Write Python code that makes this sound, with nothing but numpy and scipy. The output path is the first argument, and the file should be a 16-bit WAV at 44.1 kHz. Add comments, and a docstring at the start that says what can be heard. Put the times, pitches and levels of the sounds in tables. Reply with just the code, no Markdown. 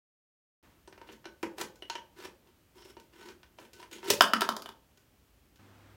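"""Scissors cut the neck off a thin plastic bottle in a small furnished room. The blades rasp through the wall
in tiny slips, which ring the bottle; squeaks and thin ticks join in. The wall crackles and snaps in short
bursts of noise shaped by its modes and the air inside. After the last snap the neck drops and bounces on the
table, each knock ringing its own modes. The background is still room air filtered from noise; a hiss sets in at
the start and fades; a faint mains hum and hiss come in late."""
import sys
import numpy as np
from scipy import signal
from scipy.fft import rfft, irfft
from scipy.io import wavfile
from scipy.ndimage import uniform_filter1d

SR = 44100
rng = np.random.default_rng(int(sys.argv[2]) if len(sys.argv) > 2 else 0)


def wrap_up_sound(samples):
    """Save the sound to the file named by the first command line argument, as 16-bit audio."""
    columns = np.atleast_2d(samples).T
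    # keep every value between -1 and 1, then stretch to whole-number steps
    tamed = np.clip(columns, -1, 1)
    steps = np.round(tamed * 32767).astype(np.int16)
    wavfile.write(sys.argv[1], SR, steps)


N = 262824
TIME = np.arange(N) / SR
START_S = 0.628  # silence before this

# the blades close, timed from the bite: start_s, length_s, bite_level_db,
# swell_db (until they stop), treble_db (relative to the rasp of the wall)
STROKES = [(1.073, 0.061, -59, 1.5, -13), (1.586, 0.03, -54, 13.5, -6.5), (2.168, 0.088, -58, 11, -12),
           (2.467, 0.043, -66.5, -7, -20), (2.764, 0.053, -59.5, 0, -11.5), (2.853, 0.0519, -60, 0, -8),
           (3.135, 0.17, -64, 12, -12.5), (3.59, .065, -58.5, -1.5, -9), (3.742, .1, -65, 4, -8.5),
           (3.927, 0.083, -54, -5, -10), (4.036, 0.074, -51.5, 14.5, -10)]
# low, mid, high and top ranges: low_edge_hz, high_edge_hz
RANGES = [(150, 600), (600, 2200), (2200, 7000), (7000, 17000)]


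def from_db(db):
    """Decibels to amplitude gain."""
    return 10 ** (np.asarray(db) / 20)


def rms_one(x):
    """Scale to rms 1."""
    return x / np.sqrt(np.mean(x ** 2) + 1e-20)


def at_hz(points, hz):
    """Read a table of frequency and value on a log-frequency axis."""
    table_hz, value = np.transpose(points)
    return np.interp(np.log(np.maximum(hz, 1)), np.log(table_hz), value)


def band(x, low_hz, high_hz, order=2):
    """Causal band-pass."""
    sos = signal.butter(order, [low_hz, high_hz], "band", fs=SR, output="sos")
    return signal.sosfilt(sos, x + 1e-18)


def dying(t, t60):
    """Exponential envelope that falls 60 dB in t60 seconds."""
    return np.exp(-np.log(1000) * t / t60)


def coloured(x, spectrum):
    """Filter a running sound by a broad spectrum and bring it to rms 1."""
    gain = from_db(at_hz(spectrum, np.fft.rfftfreq(len(x), 1 / SR)))
    return rms_one(irfft(rfft(x) * gain, len(x)))


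def resonate(x, modes):
    """A body passes the force, rings on at its modes and is weak at those with negative dB."""
    for hz, width_hz, db in modes:
        radius = np.exp(-np.pi * max(width_hz, 14) / SR)
        zeros = (1 - radius * radius) / 2 * np.array([1, 0, -1])  # unit gain at the mode
        poles = [1, -2 * radius * np.cos(2 * np.pi * hz / SR), radius * radius]
        ring = signal.lfilter(zeros, poles, x)
        x = x + (from_db(db) - 1) * ring
    return x


def add(out, x, s):
    """Mix x in at time s."""
    i = int(s * SR)
    out[i:i + len(x)] += x[:N - i]


def shifted(modes, detune, vary_db=3.5):
    """Grip and contact point change from touch to touch, and with them each mode's pitch and strength."""
    chance = rng.standard_normal((len(modes), 2))
    return [(hz * (1 + detune * a), width_hz, db + vary_db * b)
            for (hz, width_hz, db), (a, b) in zip(modes, chance)]


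def bottle(s, cavity_width_hz=32, cavity_db=16):
    """Modes of the bottle at time s: the air inside and the wall around it, with a low standing wave of the
    room."""
    # resonance of the air, whose pitch changes as the cut opens: time_s, pitch_hz
    cavity = [(1.0, 364), (1.43, 334), (1.62, 347), (2.25, 361), (4.0, 359.5), (4.1, 396.5)]
    # wall, with a standing wave of the room near 90 Hz, before the variation of each touch: pitch_hz, width_hz,
    # level_db (over the broad response)
    wall_modes = [(90, 24, 11), (450, 300, 5.5), (560, 69, 4), (730, 130, -4.5), (894, 64, 7),
                  (1503, 15, 8), (1770, 24, -0.5), (2950, 1200, 4), (5370, 110, 0), (6800, 150, 3)]
    cavity_hz = np.interp(s, *np.transpose(cavity))
    return [(cavity_hz, cavity_width_hz, cavity_db)] + shifted(wall_modes, detune=.018)


def slips(t, per_s, spread_db, friction):
    """Random tiny jerks of uneven size and either sign, rms 1, over smooth friction noise."""
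    sizes = from_db(spread_db * np.minimum(rng.exponential(1, len(t)), 4))
    signed = sizes * rng.choice([-1, 1], len(t))
    jerks = rms_one(signed * (rng.random(len(t)) < per_s / SR))
    return jerks + friction * rng.standard_normal(len(t))


def flattened(x, envelope):
    """Spread a crack in time under an envelope while its spectrum stays nearly even."""
    for _ in range(3):
        spectrum = rfft(x * envelope, 2 * len(x))
        x = irfft(spectrum / (np.abs(spectrum) + 1e-12))[:len(x)]
        x = x / np.sqrt(np.abs(uniform_filter1d(x ** 2, size=128)) + 1e-18)
    return x * envelope


def range_levels(balance, db, thump_db, bright_db):
    """Levels of a blow in the four ranges: a thump adds bass, a sharper contact adds treble."""
    *ranges_db, high_share = balance
    return db + np.array(ranges_db) + np.array([thump_db, 0, high_share * bright_db, bright_db])


def blows(events, balance, ring_t60s, after_db, after_t60):
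    """Each blow rings its modes for a moment; smaller ticks follow as the struck part springs back."""
    out, t = np.zeros(N), TIME[:8192]
    level_samples = int(.008 * SR)  # a blow's energy is spread over 8 ms to define its level
    for s, db, thump_db, bright_db, modes in events:
        ticks = from_db(after_db) * slips(t, per_s=350, spread_db=2.0, friction=0) * dying(t, after_t60)
        levels_db = range_levels(balance, db, thump_db, bright_db)
        for (low_hz, high_hz), level_db, t60 in zip(RANGES, levels_db, ring_t60s):
            burst = flattened(rng.standard_normal(len(t)), dying(t, t60)) + ticks
            sound = band(resonate(burst, modes), low_hz, high_hz, order=3)
            level = np.sqrt(np.sum(sound ** 2) / level_samples)
            add(out, sound * from_db(level_db) / level, s)
    return out


def background():
    """Still room air, an opening hiss that fades away, and later a mains hum with more hiss."""
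    # steady room air: frequency_hz, density_db (per Hz, relative)
    air_spectrum = [(18, -32.5), (30, -11), (53, 4), (179, -7.5), (266, -6), (486, -14), (702, -16),
                    (1860, -21), (3140, -21), (3580, -24), (10200, -29), (14800, -25.5), (16000, -28)]
    # opening and late hiss: frequency_hz, density_db (per Hz, relative)
    hiss_spectrum = [(76, -31.5), (130, -4), (258, -0.5), (356, -3), (394, -8), (577, -8), (1430, -9.5),
                     (8570, -30), (14500, -41), (16000, -29)]
    # mains hum: frequency_hz, level_db (rms)
    hum_tones = [(100, -62), (200, -73)]
    air_db, late_hiss_db, opening_hiss_db = -65.5, -61.5, -61
    opening_hiss_attack_s, opening_hiss_t60 = 0.011, 0.81
    hum_start_s, hum_fade_s = 5.59, 0.0031

    air = from_db(air_db) * coloured(rng.standard_normal(N), air_spectrum)
    hiss = coloured(rng.standard_normal(N), hiss_spectrum)
    age = np.maximum(TIME - START_S, 0)
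    opening_envelope = np.minimum(age / opening_hiss_attack_s, 1) * dying(age, opening_hiss_t60)
    opening_hiss = from_db(opening_hiss_db) * opening_envelope * hiss
    hum = np.zeros(N)
    for hz, db in hum_tones:
        hum += np.sqrt(2) * from_db(db) * np.sin(2 * np.pi * (hz * TIME + rng.random()))
    late = np.clip((TIME - hum_start_s) / hum_fade_s, 0, 1)
    return air + opening_hiss + late * (hum + from_db(late_hiss_db) * hiss)


def panel(s, pitch_hz, width_hz, main_db):
    """Modes of the bottle at time s and of the panel that gives way."""
    # overtones of the panel, before variation: pitch_hz, width_hz, level_db (over the broad response)
    overtones = [(2020, 320, -3.5), (2990, 260, 4.5), (4160, 160, 5), (5600, 510, 3), (7200, 2500, -8.5),
                 (9190, 960, 4)]
    return bottle(s) + [(pitch_hz, width_hz, main_db)] + shifted(overtones, detune=.03)


def small_buckles():
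    """While the blades close, the wall crackles at random, at a level that follows their pressure."""
    crackles_per_s = 24  # the count in each stroke is rounded down
    crackle_db, spread_db = -1.5, 1  # relative to the rasp, and up or down at random
    thump_db, bright_db, panel_hz = 3, 5.5, 940
    rows = []
    for start, length, db, swell_db, _ in STROKES:
        count = int(crackles_per_s * length)
        for k, (when, size) in enumerate(rng.uniform(0, 1, (count, 2))):
            done = (k + when) / count  # share of the stroke completed
            level_db = db + done * swell_db + crackle_db + spread_db * (2 * size - 1)
            rows.append((start + done * length, level_db, thump_db, bright_db, panel_hz))
    return rows


def crackles():
    """Panels of the wall buckle under the fingers and blades and ring briefly."""
    # single buckles: start_s, level_db (before balance), thump_db (extra bass), brightness_db, pitch_hz
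    buckles = [(0.8756, -52.5, 4.5, 0.5, 929), (0.926, -55, 2, 1, 926), (0.9774, -53, 0, -4, 907),
               (1.015, -48.5, -0.5, -8.5, 910), (1.089, -52, 5, -6, 903), (1.243, -55, -9, -2, 1500),
               (1.255, -46, 3, 2, 1497), (1.8225, -45, -2, 4.5, 2920), (1.8988, -35, -14.5, 5, 921),
               (1.9534, -38.5, -6.5, 2, 953), (2.822, -59, -1.5, 7, 2100), (2.968, -51.5, 6.5, -4, 947),
               (3.431, -57.5, -22, 5, 1490), (3.586, -49.5, -5, 0, 960), (3.799, -51.5, -0.5, 2, 960),
               (3.828, -49.5, -6.5, 1, 1010), (4.029, -45, -2.5, -5, 925)]
    # offsets of the ranges: low_db, mid_db, high_db, top_db, share of brightness in the high range
    balance = (-4, 0.5, -6, -19.5, 0.94)
    events = []
    for s, db, thump_db, bright_db, hz in buckles + small_buckles():
        events.append((s, db, thump_db, bright_db, panel(s, hz, width_hz=50, main_db=9.5)))
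    sound = blows(events, balance, ring_t60s=[0.029, 0.024, 0.034, 0.017], after_db=-12.5, after_t60=0.15)
    # a buckle is softer than steel and lacks the highest treble
    return signal.sosfilt(signal.butter(2, 10000, fs=SR, output="sos"), sound)


def pressing(t, length, db, swell_db, bite_s):
    """Envelope of a stroke, t counted from the bite: sink in, swell while the hand closes, release."""
    attack = np.clip(1 + t / bite_s, 0, 1) ** 2
    swell = from_db(db + swell_db * np.clip(t / length, 0, 1))
    release = dying(np.maximum(t - length, 0), t60=0.11)
    return attack * swell * release


def rasp(cavity_db, jerk_db):
    """In each stroke the blades slip through the wall in tiny steps, which ring the bottle."""
    # broad colour of the slipping force: frequency_hz, density_db (per Hz, relative)
    force_spectrum = [(70, -21), (200, -6), (400, -4), (700, 0.5), (1500, -5.5), (2200, -6), (3300, -7),
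                      (4500, -12), (7000, -19), (16000, -24.5)]
    bite_s = .025  # the edge sinks in
    out, t = np.zeros(N), TIME[:SR // 2]
    for start, length, db, swell_db, treble_db in STROKES:
        effort = pressing(t - bite_s, length, db, swell_db, bite_s)
        # the blades catch and let go, so the force comes in clumps
        unevenness = rms_one(uniform_filter1d(rng.standard_normal(len(t)), size=350))
        catching = from_db(jerk_db * unevenness)
        steps = slips(t, per_s=1100, spread_db=2.5, friction=0.85)
        force = coloured(catching * steps, force_spectrum)
        ringing = resonate(force, bottle(start))
        wall = rms_one(band(ringing, RANGES[1][0], RANGES[2][1]))
        cavity = from_db(cavity_db) * rms_one(band(ringing, *RANGES[0]))
        edge = from_db(treble_db) * rms_one(band(force, *RANGES[3], order=4))
        add(out, effort * (wall + cavity + edge), start - bite_s)
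    return out


def thin_ticks():
    """Thin bright ticks, most during the cutting and two after it, that ring bottle and blades."""
    # ticks: start_s, level_db (before balance)
    tick_rows = [(1.1243, -58.5), (1.757, -62), (2.999, -59), (3.7323, -53.5), (3.913, -52.5), (3.929, -47),
                 (4.086, -43.5), (4.974, -63.5), (5.558, -64.5)]
    # faint ring of the blades: pitch_hz, width_hz, level_db (over the broad response)
    blade_modes = [(1510, 20, 12)]
    # offsets of the ranges: low_db, mid_db, high_db, top_db, share of brightness in the high range
    balance = (-6.5, -4.5, -0.5, -7.5, 0)
    events = [(s, db, 0, 0, bottle(s) + blade_modes) for s, db in tick_rows]
    return blows(events, balance, ring_t60s=[0.013, 0.052, .034, 0.027], after_db=-10.5, after_t60=0.19)


def snips():
    """The blades break through: the wall gives way with a crack and the air in the bottle thumps."""
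    # cracks: start_s, level_db (before balance and body), thump_db (extra bass), brightness_db
    cracks = [(1.4292, -34, 2, -8.5), (1.5826, -42.5, -6.5, -1), (1.6124, -36.5, -4.5, 2),
              (4.1026, -28.5, 4, 13)]
    # offsets of the ranges: low_db, mid_db, high_db, top_db, share of brightness in the high range
    balance = (-0.5, 0, -3, -9.5, 0.85)
    events = [(*row, bottle(row[0], cavity_width_hz=23, cavity_db=17)) for row in cracks]
    crack = blows(events, balance, ring_t60s=[0.038, .048, 0.039, 0.02], after_db=-15.5, after_t60=0.15)
    # modes common to all cracks: pitch_hz, width_hz, level_db
    body = [(441, 40, 3.5), (550, 60, 4), (696, 91, -9.5), (1017, 50, 5), (1340, 250, -2.5), (2030, 330, -2)]
    return resonate(crack, body)


def squeaks(width_hz):
    """Where steel drags on plastic, the slips crowd into a narrow, bright band."""
    # squeaks: start_s, end_s, pitch_hz, level_db (rms before the fades)
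    drags = [(2.746, 2.944, 5344, -68), (3.922, 3.952, 6716, -57)]
    out = np.zeros(N)
    for start, end, hz, db in drags:
        t = TIME[:int(max(end - start, .01) * SR)]
        steps = slips(t, per_s=1400, spread_db=-0.5, friction=.3)
        drag = band(steps, hz - width_hz / 2, hz + width_hz / 2)
        add(out, from_db(db) * rms_one(drag) * signal.windows.tukey(len(t)), start)
    return out


def neck(pitch_hz, width_hz, main_db):
    """Modes of the neck as it lands; the main one depends on which part strikes the table."""
    # stiff neck and table top, with two standing waves of the room near 214 and 264 Hz, before variation:
    # pitch_hz, width_hz, level_db (over the broad response)
    other_modes = [(214, 30, 6), (264, 30, 5), (380, 54, 9.5), (655, 120, 4), (764, 98, -8), (910, 70, 4.5),
                   (1056, 86, 2), (1287, 90, 5), (1600, 100, 4), (2070, 420, -7), (3050, 150, 11.5),
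                   (3590, 270, 12), (4900, 600, 9), (8000, 680, -4.5)]
    return [(pitch_hz, width_hz, main_db)] + shifted(other_modes, detune=.015)


def bounces():
    """The cut-off neck clatters to rest on the table, each knock ringing its modes."""
    # knocks: start_s, level_db (before balance), thud_db (extra bass), pitch_hz (main mode), brightness_db
    knocks = [(4.2079, -13, -6, 1390, 0.5), (4.2204, -32, 4, 2970, 19.5), (4.3349, -20, -1, 1300, -2),
              (4.4085, -32.5, -8, 2800, 13), (4.418, -24.5, 2.5, 1110, -0.5),
              (4.4897, -25.5, -1.5, 1112, 2), (4.566, -39.5, 3, 889, 9), (4.6213, -48.5, 5, 1220, 13),
              (4.6592, -45, 0.5, 1140, 6), (4.69, -46, 2, 890, 5.5)]
    # offsets of the ranges: low_db, mid_db, high_db, top_db, share of brightness in the high range
    balance = (-11, 0.5, -7, -17, 0.58)
    events = []
    for s, db, thud_db, hz, bright_db in knocks:
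        events.append((s, db, thud_db, bright_db, neck(hz, width_hz=240, main_db=11)))
    return blows(events, balance, ring_t60s=[0.03, 0.013, 0.018, 0.018], after_db=-20.5, after_t60=0.07)


def room(x, build_s):
    """Dull first reflections and a diffuse tail join the direct sound; standing waves colour it all."""
    # reverberation time: frequency_hz, t60_s
    decay_times = [(90, 0.43), (200, .34), (400, 0.58), (650, 0.55), (1200, 0.24), (4000, 0.29),
                   (8000, 0.17), (16000, 0.28)]
    # tail against the direct sound, before standing waves: frequency_hz, level_db
    tail_levels = [(90, -4), (200, -2), (400, 0.5), (800, -8), (1400, 0), (4000, -8.5), (8000, -2),
                   (16000, -11.5)]
    # first reflections off table, shelves and walls: delay_s, level_db
    echoes = [(.0029, -8), (0.0112, -14.5), (0.0212, -16.5), (.0295, -20.5), (.034, -15.5)]
    # standing waves in the bass: pitch_hz, width_hz, level_db
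    standing_waves = [(93, 14, 11), (213, 23, 5.5), (246, 23, -6.5)]
    t, response = TIME[:SR // 2], np.zeros(SR // 2)
    edges_hz = np.geomspace(70, 18000, 14)
    for low_hz, high_hz in zip(edges_hz, edges_hz[1:]):
        hz = np.sqrt(low_hz * high_hz)
        envelope = dying(t, at_hz(decay_times, hz)) * (1 - np.exp(-(t / build_s) ** 2))
        tail = band(rng.standard_normal(len(t)), low_hz, high_hz) * envelope
        # at 0 dB the tail has the energy of the direct impulse in this band
        level = np.sqrt(2 * (high_hz - low_hz) / SR / np.sum(tail ** 2))
        response += tail * from_db(at_hz(tail_levels, hz)) * level
    response[0] += 1  # direct sound
    for s, db in echoes:
        add(response, from_db(db) * np.array([1, 2, 1]) / 4, s)
    return signal.fftconvolve(x, resonate(response, standing_waves))[:N]


def scene():
    """Cutting, crackling and the falling neck, all heard in the room over its background."""
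    blades = rasp(cavity_db=1.5, jerk_db=2.8) + squeaks(width_hz=560) + thin_ticks()
    close_sound = blades + snips() + bounces() + crackles()
    return (room(close_sound, build_s=0.0033) + background())[None]


def record(dry):
    """Silent until switched on; the microphone drops the deep bass, peaks clip and the top is cut."""
    thinned = signal.sosfilt(signal.butter(2, 35, "high", fs=SR, output="sos"), dry)
    live = np.clip(thinned, -1, 1) * (TIME >= START_S)
    top_cut = signal.ellip(10, .2, 80, 16000, fs=SR, output="sos")  # steep low-pass at 16 kHz
    return signal.sosfilt(top_cut, live)


dry = scene()
out = record(dry)
wrap_up_sound(out)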